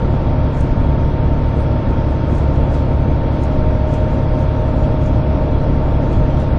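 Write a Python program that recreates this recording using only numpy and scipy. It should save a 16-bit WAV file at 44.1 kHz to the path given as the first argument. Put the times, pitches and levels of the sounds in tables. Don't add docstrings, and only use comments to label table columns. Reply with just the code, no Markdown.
import sys
import numpy as np
from scipy import signal
from scipy.fft import rfft, irfft, dct, next_fast_len
from scipy.io import wavfile
from scipy.ndimage import uniform_filter1d, map_coordinates

SR = 44100
rng = np.random.default_rng(int(sys.argv[2]) if len(sys.argv) > 2 else 0)


def generate_wav(sig):
    pcm = np.round(np.clip(np.atleast_2d(sig).T, -1, 1) * 32767).astype(np.int16)
    wavfile.write(sys.argv[1], SR, pcm)


def how_loud(loudness_db):
    steps = np.asarray(loudness_db, float) / 20
    return 10 ** steps


N = 290178

# (frequency [Hz], level [dB per Hz])
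RUMBLE = [(6, -58), (10, -4.5), (18, 0), (24, -6), (35, -2), (55, -3), (80, -7), (130, -7.5), (170, -13.5),
          (200, -11), (290, -18), (400, -21), (500, -77.5)]
# (frequency [Hz], level [dB per Hz])
TYRE_ROAR = [(150, -54), (260, -3.5), (330, -4.5), (430, -6), (480, -1), (530, 1), (640, -0.5), (720, -6.5),
             (900, -7), (1000, -17), (1200, -17), (1600, -73)]
# (frequency [Hz], level [dB per Hz])
AIR_HISS = [(700, -37), (1000, 1), (1200, -6), (1350, -1.5), (1500, -4.5), (2000, -12), (2800, -13),
            (3080, -17.5), (3300, -10.5), (3450, -15), (4500, -21), (5500, -25), (6200, -28.5), (7000, -60)]
# (frequency [Hz], level [dB per Hz])
SIZZLE = [(5000, -37.5), (5900, -2.5), (6600, -0.5), (7300, -1), (7700, -10.5), (8000, -6), (9200, -8),
          (10100, -10.5), (10400, -60)]
# (time [s], peak level [dB], panel thud level [dB], dullness [-1 to 1])
TICKS = [(0.5727, -46, -42, 0), (0.607, -36, -48, 0), (1.1, -51, -48.5, .3), (1.6024, -46, -45.5, -0.4),
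         (2.099, -48.5, -49, 0), (2.35, -38, -43, 0), (2.3818, -44, -42.5, 0), (2.5578, -49, -40.5, 0),
         (2.7053, -55, -43.5, 0), (2.741, -48.5, -33.5, 0), (3.021, -48, -46, 0), (3.15, -51, -48, 0),
         (3.358, -49, -43.5, 0), (3.4346, -37.5, -41, 0.4), (3.76, -49.5, -49, -.3),
         (3.9389, -38, -40.5, 0), (4.1395, -45, -44.5, .3), (4.3896, -46, -44.5, -0.1),
         (4.8276, -51.5, -41.5, 0), (5.031, -48, -44, .6), (5.06, -42, -46, .9), (6.1294, -45, -44, .6),
         (6.3974, -46.5, -37.5, -.6)]
# (frequency [Hz], width [Hz], level [dB])
TRIM_RINGS = [(4970, 440, -4.5), (6400, 770, 1.5), (7500, 310, -1.5), (8370, 1200, -2.5), (9200, 670, -3)]
# (frequency [Hz], level [dB rms])
SHAFTS = [(30.7, -31), (38.7, -27), (66, -27), (212, -40), (246, -41), (262.3, -35), (278, -41),
          (282.7, -40), (312, -40), (366.3, -42), (531.3, -44), (539.7, -43), (553, -44), (564.7, -44),
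          (625.7, -45), (1333.3, -56)]
# (multiple of its base tone [-], level [dB rms])
ALTERNATOR = [(2, -47), (3, -44), (4, -45), (5, -58), (6, -58), (10, -58), (12, -68)]
# (multiple of half the gear mesh tone [-], level [dB rms])
AXLE_GEAR = [(1, -38.5), (2, -36.5), (4, -60)]
# (multiple of the engine cycle [-], level [dB rms])
VALVE_GEAR = [(65, -52), (66, -49), (107, -58), (146, -65), (185, -65), (187, -66), (216, -70)]
# (frequency [Hz], level of each order [dB])
CLATTER = [(300, -57.5), (600, -67), (1000, -55.5), (1200, -62), (1300, -57), (1500, -65), (2200, -67.5),
           (3000, -79.5), (4000, -100)]
# (multiple of the four-stroke cycle [-], level [dB rms])
ENGINE = [(6, -20.5), (8, -36), (9, -23), (10, -30), (11, -39), (12, -24), (13, -37), (14, -40), (15, -42),
          (16, -38), (19, -39), (21, -33), (22, -43), (23, -43), (24, -36), (26, -35), (28, -44), (29, -45),
          (30, -36), (35, -49), (36, -46), (41, -50), (42, -43), (45, -47), (50, -48), (68, -49), (78, -51),
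          (84, -55), (108, -56)]
# (depth [Hz], period [s], fastest at [s])
SPEED_SWINGS = [
    (.52, 5.8, .05),
    (.44, 1.0, .2),
]
# (time [s], level over the mean [dB])
LOAD = [
    (0, -2.5),
    (.75, -5),
    (1.75, 0),
    (2.3, -2),
    (3.2, .5),
    (3.75, 4),
    (5.3, 3.5),
    (6.58, 1),
]
# (frequency [Hz], step [dB])
CAMERA_STEP = [(100, -24), (1000, -33), (2500, -38), (4300, -41), (5400, -39), (6800, -38), (7500, -40.5),
               (7680, -41), (7700, -20), (7900, -20), (7920, -43), (8200, -44), (10100, -44), (10400, -20)]

CYCLE_HZ, ALTERNATOR_HZ, MESH_HZ = 11.870, 230.77, 909.86
TIMING_DB = -33
RUMBLE_DB, ROAR_DB, AIR_DB = -18.5, -28, -39
ROAR_PER_LOAD = 0.11
WHISTLE_HZ, WHISTLE_DB, WHISTLE_AFTER_DB = 8727, -70, -80
WHISTLE_ON_S, WHISTLE_RISE_S, WHISTLE_HOLD_S, WHISTLE_FALL_S = 4.3, .15, .35, .2
BUZZ_DB = -62.5
SHAKE_DB, SHAKE_PER_DB, SHAKE_S = -65.5, 0.4, .05
RATTLES_PER_S, RATTLE_DB, RATTLE_SCATTER_DB = 9, -50, 3.5
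RATTLE_HZ, RATTLE_T60_S = 3300, .07


def along(points, hz):
    f, v = np.transpose(points)
    return np.interp(np.log(hz + 1), np.log(f + 1), v)


def unit(x):
    return x / np.sqrt(np.mean(x ** 2) + 1e-20)


def wobble(rate):
    knots = rng.standard_normal(int(N * rate / SR) + 4)
    return map_coordinates(knots, [np.arange(N) * rate / SR])


def filtered(x, response):
    m = next_fast_len(N + SR // 2)
    return irfft(rfft(x, m) * response(np.fft.rfftfreq(m, 1 / SR)), m)[:N]


def rush(spectrum, patchy_db):
    z = signal.stft(rng.standard_normal(N), nperseg=512)[2]
    patches = uniform_filter1d(rng.standard_normal(z.shape), size=5, axis=0)
    patches = uniform_filter1d(patches, size=10, axis=1)
    x = signal.istft(z * how_loud(patchy_db * unit(patches)), nperseg=512)[1][:N]
    return unit(filtered(x, lambda hz: how_loud(along(spectrum, hz))))


def climb():
    times, load_db = np.transpose(LOAD)
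    return np.interp(np.arange(N) / SR, times, load_db)


def travel():
    t = np.arange(N) / SR
    swing_hz = sum(depth * np.cos(2 * np.pi * (t - peak) / period) for depth, period, peak in SPEED_SWINGS)
    return np.cumsum(1 + swing_hz / MESH_HZ) / SR


def tones(base_hz, rows, sway_db, drift, count=0):
    turn = 2 * np.pi * base_hz * travel() + .5
    total = np.zeros(N)
    for k, db in rows:
        level = np.sqrt(2) * how_loud(db + sway_db * wobble(3.01))
        together = k <= count and k % 3 == 0
        start = 0 if together else rng.uniform(0, 2 * np.pi)
        total += level * np.cos(k * turn + start + drift * wobble(4))
    return total


def road():
    uneven = wobble(8)
    rumble = how_loud(RUMBLE_DB + 0.67 * uneven) * rush(RUMBLE, patchy_db=0.97)
    roar_db = ROAR_DB + ROAR_PER_LOAD * climb() + .6 * uneven + .6 * wobble(4)
    return rumble + how_loud(roar_db) * rush(TYRE_ROAR, patchy_db=0.24)


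def air():
    return how_loud(AIR_DB + .3 * wobble(3) + 0.15 * wobble(9.1)) * rush(AIR_HISS, patchy_db=1.0)


def whistle():
    times = WHISTLE_ON_S + np.cumsum([0, WHISTLE_RISE_S, WHISTLE_HOLD_S, WHISTLE_FALL_S])
    level_db = np.interp(np.arange(N) / SR, times, [-88, WHISTLE_DB, WHISTLE_DB, WHISTLE_AFTER_DB])
    return how_loud(level_db) * np.sin(2 * np.pi * WHISTLE_HZ * travel())


def rattle():
    taps, t = np.zeros(N), np.arange(SR // 10) / SR
    when, size = rng.random((round(RATTLES_PER_S * N / SR), 2)).T
    taps[(when * N).astype(int)] = how_loud(RATTLE_DB - RATTLE_SCATTER_DB * np.log(size + .02))
    fade = how_loud(-60 * t / RATTLE_T60_S) * (1 - np.exp(-t / .006))
    return signal.fftconvolve(taps, np.sin(2 * np.pi * RATTLE_HZ * t) * fade)[:N]


def buzz():
    t = np.arange(N) / SR
    shaken = np.zeros(N)
    for s, db, *_ in TICKS:
        shaken += how_loud(2 * (SHAKE_DB + SHAKE_PER_DB * (db + 44.5))) * np.exp(-((t - s) / SHAKE_S) ** 2)
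    resting = how_loud(2 * BUZZ_DB + 1.2 * wobble(4))
    return np.sqrt(resting + shaken) * rush(SIZZLE, patchy_db=.8)


def trim_panel(f):
    return sum((-1) ** k * how_loud(db) * 1j * f * width / (centre ** 2 - f * f + 1j * f * width)
               for k, (centre, width, db) in enumerate(TRIM_RINGS))


def thud_body(f):
    return (1j * f * 3000 / (2900 ** 2 - f * f + 1j * f * 3000)) ** 2


def trim():
    crack, thud, t = np.zeros(N + SR), np.zeros(N + SR), np.arange(SR // 10) / SR
    crack_fade = how_loud(-60 * t / .022) + .12 * how_loud(-60 * t / .15)
    for s, db, thud_db, dull in TICKS:
        snap, knock = rng.standard_normal((2, len(t)))
        snap = snap + dull * np.roll(snap, 2)
        here = slice(round(s * SR), round(s * SR) + len(t))
        crack[here] += how_loud(db + 6) * crack_fade * snap
        thud[here] += how_loud(thud_db - 60 * t / 0.36) * knock
    return filtered(crack[:N], trim_panel) + filtered(thud[:N], thud_body)


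def shafts():
    return how_loud(-1.0) * tones(0.99, SHAFTS, sway_db=2.0, drift=0.84)


def whine():
    gear = tones(MESH_HZ / 2, AXLE_GEAR, sway_db=.6, drift=.2)
    alternator = tones(ALTERNATOR_HZ, ALTERNATOR, sway_db=-0.1, drift=0.33)
    return how_loud(0.9) * (gear + alternator)


def timing_gears():
    return how_loud(TIMING_DB + climb()) * tones(CYCLE_HZ, [(52, -.5)], sway_db=1.2, drift=.45)


def clatter():
    order = np.arange(2048 + 1)
    scatter_db = 2.4 * np.clip(rng.standard_normal(len(order)), -3, 1.2)
    level = how_loud(along(CLATTER, order * CYCLE_HZ) + scatter_db)
    cycle = irfft(level * np.exp(2j * np.pi * rng.random(len(order)))) * 2048 * np.sqrt(2)
    return map_coordinates(cycle, [CYCLE_HZ * travel() % 1 * len(cycle)], mode="grid-wrap")


def engine():
    drone = tones(CYCLE_HZ, ENGINE, sway_db=.6, drift=.25, count=12)
    valves = tones(CYCLE_HZ, VALVE_GEAR, sway_db=1.5, drift=0.56)
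    return drone + valves + clatter() + timing_gears()


def scene():
    outside = road() + air() + whistle()
    loose_parts = rattle() + buzz() + trim()
    return (outside + loose_parts + shafts() + whine() + engine())[None]


def camera_rounding(x, size=2048):
    lead = 2 * size - 99
    x = np.pad(x, (lead, 3 * size), mode="reflect", reflect_type="odd")
    window = np.sin(np.pi * (np.arange(2 * size) + .5) / (2 * size))
    frames = np.lib.stride_tricks.sliding_window_view(x, 2 * size)[::size] * window
    a, b, c, d = np.split(frames, 4, axis=1)
    lines = dct(np.hstack([-c[:, ::-1] - d, a - b[:, ::-1]]), type=4, norm="ortho")
    step_db = along(CAMERA_STEP, np.arange(size) * SR / 2 / size)
    step = how_loud(step_db + .6 * rng.standard_normal((len(lines), 1)))
    lines = np.sign(lines) * np.floor(np.abs(lines) / step + .4) * step
    u, v = np.split(dct(lines, type=4, norm="ortho"), 2, axis=1)
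    frames = np.hstack([v, -v[:, ::-1], -u[:, ::-1], -u]) * window
    out = np.zeros((len(frames) + 1, size))
    out[:-1] += frames[:, :size]
    out[1:] += frames[:, size:]
    return out.ravel()[lead:lead + N]


def top_cut(x):
    return signal.sosfilt(signal.butter(12, 9880, fs=SR, output="sos"), x)


def record(dry):
    soft = dry[0] / (1 + np.abs(dry[0] / .95) ** 5) ** (1 / 5)
    mix = camera_rounding(soft)[None]
    return top_cut(mix)


dry = scene()
out = record(dry)
generate_wav(out)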